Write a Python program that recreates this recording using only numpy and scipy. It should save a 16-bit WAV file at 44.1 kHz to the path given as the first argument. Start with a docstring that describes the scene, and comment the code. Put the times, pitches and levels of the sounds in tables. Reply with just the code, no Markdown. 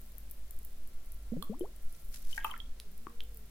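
"""Four glugs, then small plinking bubbles, from two liquid-filled glass globes tipped and turned back.
Each gulp of air through a neck rings a large pocket and a smaller one that chirps upward.
Fingers tick, tap and rub on the glass, close to a stereo microphone in a quiet room.
Moving arms stir a deep rumble over mains hum and hiss; a faint tone wavers near the end."""
import sys
import numpy as np
from scipy import signal
from scipy.fft import rfft, irfft, next_fast_len
from scipy.io import wavfile
from scipy.ndimage import map_coordinates

SR = 44100
rng = np.random.default_rng(int(sys.argv[2]) if len(sys.argv) > 2 else 0)


def generate_wav(sig):
    """Save sig (samples, or channels by samples) to the path in sys.argv[1] as 16-bit PCM at SR."""
    pcm = np.round(np.clip(np.atleast_2d(sig).T, -1, 1) * 32767).astype(np.int16)
    wavfile.write(sys.argv[1], SR, pcm)


N = 154350

# spectrum of skin on glass (frequency [Hz], gain [dB])
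SKIN_SPECTRUM = [(1000, -40), (5000, -20), (8000, -9.5), (10500, -2.5), (15000, -3), (17000, -17)]
BUBBLE_ATTACK_S, BUBBLE_WET_DB = 0.00024, -8


def amp(db):
    """Decibels to gain."""
    return 10 ** (np.asarray(db) / 20)


def along(points, hz):
    """Interpolate (Hz, value) points on a log axis."""
    knots_hz, values = np.transpose(points)
    return np.interp(np.log(hz + 1), np.log(knots_hz + 1), values)


def unit(x):
    """Scale to rms 1."""
    return x / np.sqrt(np.mean(x ** 2) + 1e-20)


def curves(rows):
    """Per-sample curve for each column after the time."""
    times_s, *columns = np.transpose(rows)
    return [np.interp(np.arange(N) / SR, times_s, column) for column in columns]


def wobble(rate_hz):
    """Smooth random curve, rate_hz knots per second."""
    knots = rng.standard_normal(int(N * rate_hz / SR) + 4)
    return map_coordinates(knots, [np.arange(N) * rate_hz / SR])


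def filtered(x, response):
    """Zero-phase filter with gain response(hz)."""
    size = next_fast_len(N + SR // 2)
    return irfft(rfft(x, size) * response(np.fft.rfftfreq(size, 1 / SR)), size)[..., :N]


def noise(spectrum, coherence=None):
    """Coloured stereo noise, rms 1; sides independent by default."""
    def mid_side_gains(hz):
        angle = np.arccos(np.clip(along(coherence, hz), -1, 1) if coherence else 0 * hz) / 2
        return amp(along(spectrum, hz)) * [np.cos(angle), np.sin(angle)]
    mid, side = filtered(rng.standard_normal((2, N)), mid_side_gains)
    return unit(np.array([mid + side, mid - side]))


def fade(t, t60_s):
    """Exponential decay, 60 dB in t60_s."""
    return 1000 ** (-t / t60_s)


def ring(t, hz, t60_s, attack_s):
    """Damped sine; pitch may glide."""
    phase = 2 * np.pi * np.cumsum(hz + 0 * t) / SR
    return np.sin(phase) * fade(t, t60_s) * (1 - np.exp(-t / attack_s))


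def add(out, start_s, sound, pan_db):
    """Mix in at start_s; pan_db is left minus right."""
    part = out[:, round(start_s * SR):][:, :sound.shape[-1]]
    part += (sound * amp([[pan_db / 2], [-pan_db / 2]]))[:, :part.shape[1]]


def in_room(x, wet_db, onset_s=0.0064):
    """Direct sound plus the short tail of a furnished room."""
    # room decay (frequency [Hz], t60 [s])
    decay = [(200, 0.27), (1000, 0.29), (3000, .27), (8000, 0.26), (15000, 0.23)]
    hz, t, spectra = signal.stft(rng.standard_normal((2, SR // 2)), SR, nperseg=256)
    tail = signal.istft(spectra * fade(t, along(decay, hz)[:, None]), SR, nperseg=256)[1]
    tail *= 1 - np.exp(-(np.arange(tail.shape[1]) / SR / onset_s) ** 2)
    tail /= np.linalg.norm(tail[0])
    return x + amp(wet_db) * signal.fftconvolve(x.mean(0)[None], tail, axes=1)[:, :N]


def glugs(pocket_double_s=0.098, attack_s=0.0014, neck_t60_s=0.24, neck_top_hz=1220):
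    """A big air pocket rings and rises in pitch; one in the neck chirps up as it closes."""
    # air gulps (time [s], pitch [Hz], level [dB], t60 [s], L-R [dB],
    # neck pitch [Hz], neck level [dB], neck pitch doubling [s], neck closure [s])
    gulps = [(1.3197, 221.5, -29.5, 0.2, -8.5, 441, -42.5, 0.026, 0.022),
             (1.3655, 162.3, -34.5, 0.2, 8.5, 495, -40.5, .03, 0.0082),
             (1.4955, 202, -31.5, 0.2, 5.5, 420.5, -39, 0.044, 0.055),
             (1.6090, 349.6, -26.5, 0.12, 4.5, 433, -38.5, 0.044, .054)]
    out, t = np.zeros((2, N)), np.arange(SR // 5) / SR
    for start_s, hz, db, t60_s, pan_db, neck_hz, neck_db, double_s, close_s in gulps:
        pocket = ring(t, hz * (1 + (t / pocket_double_s) ** 2), t60_s, attack_s)
        # capped at the smallest pocket the neck holds
        chirp_hz = np.minimum(neck_hz * (1 + (t / double_s) ** 3), neck_top_hz)
        neck = ring(t, chirp_hz, neck_t60_s, attack_s) * np.exp(-(t / close_s) ** 20)
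        add(out, start_s, amp(db) * pocket + amp(neck_db) * neck, pan_db)
    return in_room(out, wet_db=-17)


def bubbles(rise_per_s=1, lag_s_per_db=0.000016):
    """Small bubbles plink, rise slightly in pitch and reach the nearer side first."""
    # ringing bubbles (time [s], pitch [Hz], level [dB], t60 [s], L-R [dB])
    plinks = [(1.4251, 1134, -34.5, 0.029, -6), (1.4248, 3360, -35, 0.012, -12.5),
              (1.4256, 4250, -33, 0.0072, -5), (1.61, 3110, -52, 0.032, 12.5),
              (2.329, 3025, -38.5, 0.037, 13.5), (2.3783, 1615, -28.5, 0.044, 4),
              (2.3795, 1850, -30, 0.027, 10), (2.3785, 2210, -38, 0.022, 17),
              (2.3782, 893, -42.5, 0.045, 5.5), (2.4471, 874.5, -29, 0.061, 0),
              (2.4466, 1215, -23, 0.026, 4.5), (2.449, 2626, -30, 0.022, 4), (2.446, 3050, -31, .025, 11),
              (2.507, 1134, -39, 0.031, 4), (2.5131, 3070, -35, 0.02, 12), (2.520, 1020, -41.5, 0.037, 7),
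              (2.5406, 1342, -37.5, 0.043, -3), (2.5389, 1970, -36.5, 0.0094, -15),
              (2.565, 1800, -37.5, 0.0089, 2), (2.602, 3286, -36.5, 0.019, -14.5)]
    out, t = np.zeros((2, N)), np.arange(SR // 10) / SR
    for start_s, hz, db, t60_s, pan_db in plinks:
        lag_s = lag_s_per_db * np.maximum([[-pan_db], [pan_db]], 0)
        age_s = np.maximum(t - lag_s, 0)
        tone = np.sin(2 * np.pi * hz * age_s * (1 + rise_per_s * age_s / 2))
        envelope = fade(age_s, t60_s) * (1 - np.exp(-age_s / BUBBLE_ATTACK_S))
        add(out, start_s, amp(db) * tone * envelope, pan_db)
    return in_room(out, BUBBLE_WET_DB)


def froth(count=90, start_s=2.37, length_s=0.2, centre_hz=1700, spread_oct=0.98, db=-49.5, t60_s=0.009):
    """Tiny short-lived bubbles splutter as the liquid runs back."""
    out, t = np.zeros((2, N)), np.arange(SR // 30) / SR
    for when, pitch, strength, side in rng.random((count, 4)):
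        hz = centre_hz * 2 ** (spread_oct * (2 * pitch - 1))
        plink = amp(db) * (0.5 + strength) * ring(t, hz, t60_s, BUBBLE_ATTACK_S)
        add(out, start_s + when * length_s, plink, pan_db=20 * (side - 0.5))
    return in_room(out, BUBBLE_WET_DB)


def ticks(snap_db=22, snap_s=0.00093, scatter_db=-5.5, scatter_t60_s=0.0087):
    """Fingertip ticks: a few very high cycles, then brief scatter from hands and glass."""
    # fingertip contacts (time [s], pitch [Hz], relative level [dB], snap L-R [dB])
    contacts = [(.016, 13000, -36, -1), (.062, 13500, -40, 3), (0.1203, 13000, -37.5, 8),
                (0.1824, 13100, -32.5, 28), (.2820, 12700, -52, 3), (0.299, 12000, -39, -3),
                (.3120, 14300, -27, 13), (0.317, 13000, -34, 11), (.5090, 14200, -28, 11),
                (0.565, 12000, -39, 3), (0.5894, 10000, -31.5, 10), (0.6314, 11900, -40, 10),
                (0.6497, 14600, -27, -7), (0.8752, 11600, -35.5, 0), (1.0597, 11400, -38, 8),
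                (1.1205, 11500, -29, 6), (1.1455, 11500, -40, 8), (1.4266, 13800, -27, -4),
                (1.4261, 9450, -27, -7), (1.4453, 12100, -36, -8), (1.5950, 10900, -30, 13),
                (1.7622, 11000, -41.5, 25), (1.9265, 10500, -37.5, -18), (2.225, 15000, -37, 2),
                (2.329, 6000, -37, 3), (2.36, 6960, -29, 4), (2.368, 6460, -29, 4),
                (2.445, 14300, -25, -24), (2.447, 9600, -28, 7), (2.4494, 13800, -27, 11),
                (2.4665, 13100, -51, -10), (2.5109, 11700, -32, 10), (2.5778, 14600, -35, 14),
                (2.8007, 9900, -31, -4), (2.9175, 14000, -40.5, 10), (2.9783, 13200, -34, 0),
                (3.2052, 11650, -37.5, 3), (3.2364, 14300, -38, -17), (3.3460, 13000, -41, 22),
                (3.3729, 13700, -32.5, -8)]
    out, t = np.zeros((2, N)), np.arange(SR // 50) / SR
    for start_s, hz, db, pan_db in contacts:
        snap = ring(t, hz, t60_s=snap_s, attack_s=snap_s)
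        scatter = fade(t, scatter_t60_s) * rng.standard_normal((2, len(t)))
        add(out, start_s, amp(db + snap_db) * snap, pan_db)
        add(out, start_s, amp(db + scatter_db) * scatter, pan_db / 2)
    return in_room(filtered(out, lambda hz: amp(along(SKIN_SPECTRUM, hz))), wet_db=-6)


def taps():
    """Light knocks on the glass, damped by the hand."""
    # glass knocks (time [s], pitch [Hz], level [dB], t60 [s], L-R [dB])
    knocks = [(2.8003, 3980, -22, 0.0011, -3), (3.0690, 1120, -33.5, 0.016, 10.5),
              (3.0690, 350, -37, 0.02, 7.5), (3.2055, 3200, -27.5, 0.0051, -3.5)]
    out, t = np.zeros((2, N)), np.arange(SR // 20) / SR
    for start_s, hz, db, t60_s, pan_db in knocks:
        add(out, start_s, amp(db) * ring(t, hz, t60_s, attack_s=0.00008), pan_db)
    return in_room(out, wet_db=-10)


def crackle(grains_per_s=900, spread_db=13, expansion=1.9, gain_db=0.5):
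    """Skin crackles on the glass in fine random impulses."""
    # crackle contour (time [s], level before expansion and gain [dB])
    contour = [(0.0, -65.5), (0.21, -71), (0.32, -69.5), (1.45, -71), (1.73, -71), (2.16, -65),
               (2.37, -69.5), (2.44, -71), (2.58, -85), (2.83, -72), (2.94, -71), (3.5, -69)]
    contour_db, = curves(contour)
    level_db = gain_db + contour_db.mean() + expansion * (contour_db - contour_db.mean())
    grains = (rng.random((2, N)) < grains_per_s / SR) * rng.standard_normal((2, N))
    grains *= amp(spread_db * np.clip(rng.standard_normal((2, N)), -1, 1))
    return amp(level_db) * unit(filtered(grains, lambda hz: amp(along(SKIN_SPECTRUM, hz))))


def rubs(roughness_db=3.9):
    """Fingers slide as the grip changes: swells of rough noise."""
    # finger slides (peak time [s], level [dB], rise [s], fall [s])
    slides = [(1.95, -67.5, 0.097, .06), (2.142, -51.5, 0.0086, 0.036), (2.331, -55, 0.066, 0.043),
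              (2.368, -50.5, 0.0081, .016), (2.46, -62.5, 0.03, 0.1)]
    # friction spectrum (frequency [Hz], gain [dB])
    spectrum = [(300, -23), (1500, -1.5), (3000, -1.5), (6000, 4), (8000, -1), (11500, 3), (15000, -7)]
    t = np.arange(N) / SR
    envelope = sum(amp(db) * np.exp(-np.abs(t - peak_s) / np.where(t < peak_s, rise_s, fall_s))
                   for peak_s, db, rise_s, fall_s in slides)
    return envelope * amp(roughness_db * wobble(rate_hz=250)) * noise(spectrum)


def thumps_and_hum_swell():
    """Three soft low thumps, then the 226 Hz hum swells briefly near 3 s."""
    # low damped tones: three thumps, two for the swell (time [s], pitch [Hz], level [dB])
    low_tones = [(2.666, 253, -54), (2.865, 161, -51), (2.915, 197, -52), (3.01, 232, -52),
                 (3.08, 227, -51)]
    out, t = np.zeros((2, N)), np.arange(SR // 5) / SR
    for start_s, hz, db in low_tones:
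        add(out, start_s, amp(db) * ring(t, hz, t60_s=0.18, attack_s=0.0093), pan_db=0)
    return out


def faint_tone():
    """A thin sine wavers as the globes are lowered."""
    # tone path (time [s], pitch [Hz], rms level [dB])
    path = [(2.80, 425, -95), (2.85, 416, -68), (2.91, 396, -76), (2.98, 420, -81), (3.12, 482, -71),
            (3.23, 440.4, -68.5), (3.285, 505.4, -71.5), (3.38, 442, -67.5), (3.47, 399, -78)]
    hz, db = curves(path)
    sounding = np.arange(N) / SR > path[0][0]
    return sounding * amp(db) * np.sqrt(2) * np.sin(2 * np.pi * np.cumsum(hz) / SR)


def rumble(gain_db=1):
    """Air stirred by moving arms, the same on both sides."""
    # air motion (time [s], relative level [dB])
    contour = [(0.0, -49), (0.04, -43), (1.0, -37.5), (1.73, -38.5), (2.1, -34.5), (2.13, -36),
               (2.35, -31.5), (2.53, -41.5), (2.69, -32), (2.84, -47), (3.26, -40), (3.5, -48.5)]
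    # rumble spectrum (frequency [Hz], gain [dB])
    spectrum = [(1, 1.5), (4, 2.5), (8, 1), (14, -8), (25, -14), (40, -29), (70, -31.5), (120, -74),
                (400, -110)]
    contour_db, = curves(contour)
    return amp(contour_db + gain_db) * noise(spectrum, coherence=[(20, 1.0)])


def hum(flutter_db=3.1, jitter_rad=0.51):
    """Mains hum; each partial wanders in level and phase."""
    # hum partials (frequency [Hz], rms level [dB])
    partials = [(50, -56), (150.3, -74), (226, -76), (1373, -87.5)]
    out, t = np.zeros(N), np.arange(N) / SR
    for hz, db in partials:
        envelope = np.sqrt(2) * amp(db + flutter_db * wobble(rate_hz=4.82))
        out += envelope * np.sin(2 * np.pi * hz * t + jitter_rad * wobble(rate_hz=6.52))
    return out


def noise_floor(room_db=-62.5, hiss_db=-65):
    """Room noise, coherent in the bass, plus microphone hiss."""
    # room noise spectrum (frequency [Hz], gain [dB])
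    room_spectrum = [(20, -18.5), (60, 11), (100, -1), (160, -4), (230, -3.5), (320, -7), (640, -9.5),
                     (900, -16), (2000, -16.5), (5000, -24.5), (16000, -51)]
    # room noise likeness (frequency [Hz], L-R coherence [0..1])
    coherence = [(30, 0.77), (80, 1), (150, 0.89), (400, 0.78), (1000, 0.36), (3000, 0.033)]
    # hiss spectrum (frequency [Hz], gain [dB])
    hiss_spectrum = [(100, -20), (1000, -3), (4000, -0.5), (9000, -1.5), (15000, -3)]
    return amp(room_db) * noise(room_spectrum, coherence) + amp(hiss_db) * noise(hiss_spectrum)


def scene():
    """Liquid, handling and background."""
    liquid = glugs() + bubbles()
    handling = taps() + ticks() + crackle() + rubs()
    background = thumps_and_hum_swell() + faint_tone() + rumble() + hum() + noise_floor()
    return liquid + froth() + handling + background


def record(dry, cutoff_hz=16200):
    """Recorder band limit: steep low-pass."""
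    return filtered(dry, lambda hz: 1 / np.sqrt(1 + (hz / cutoff_hz) ** 120))


dry = scene()
out = record(dry)
generate_wav(out)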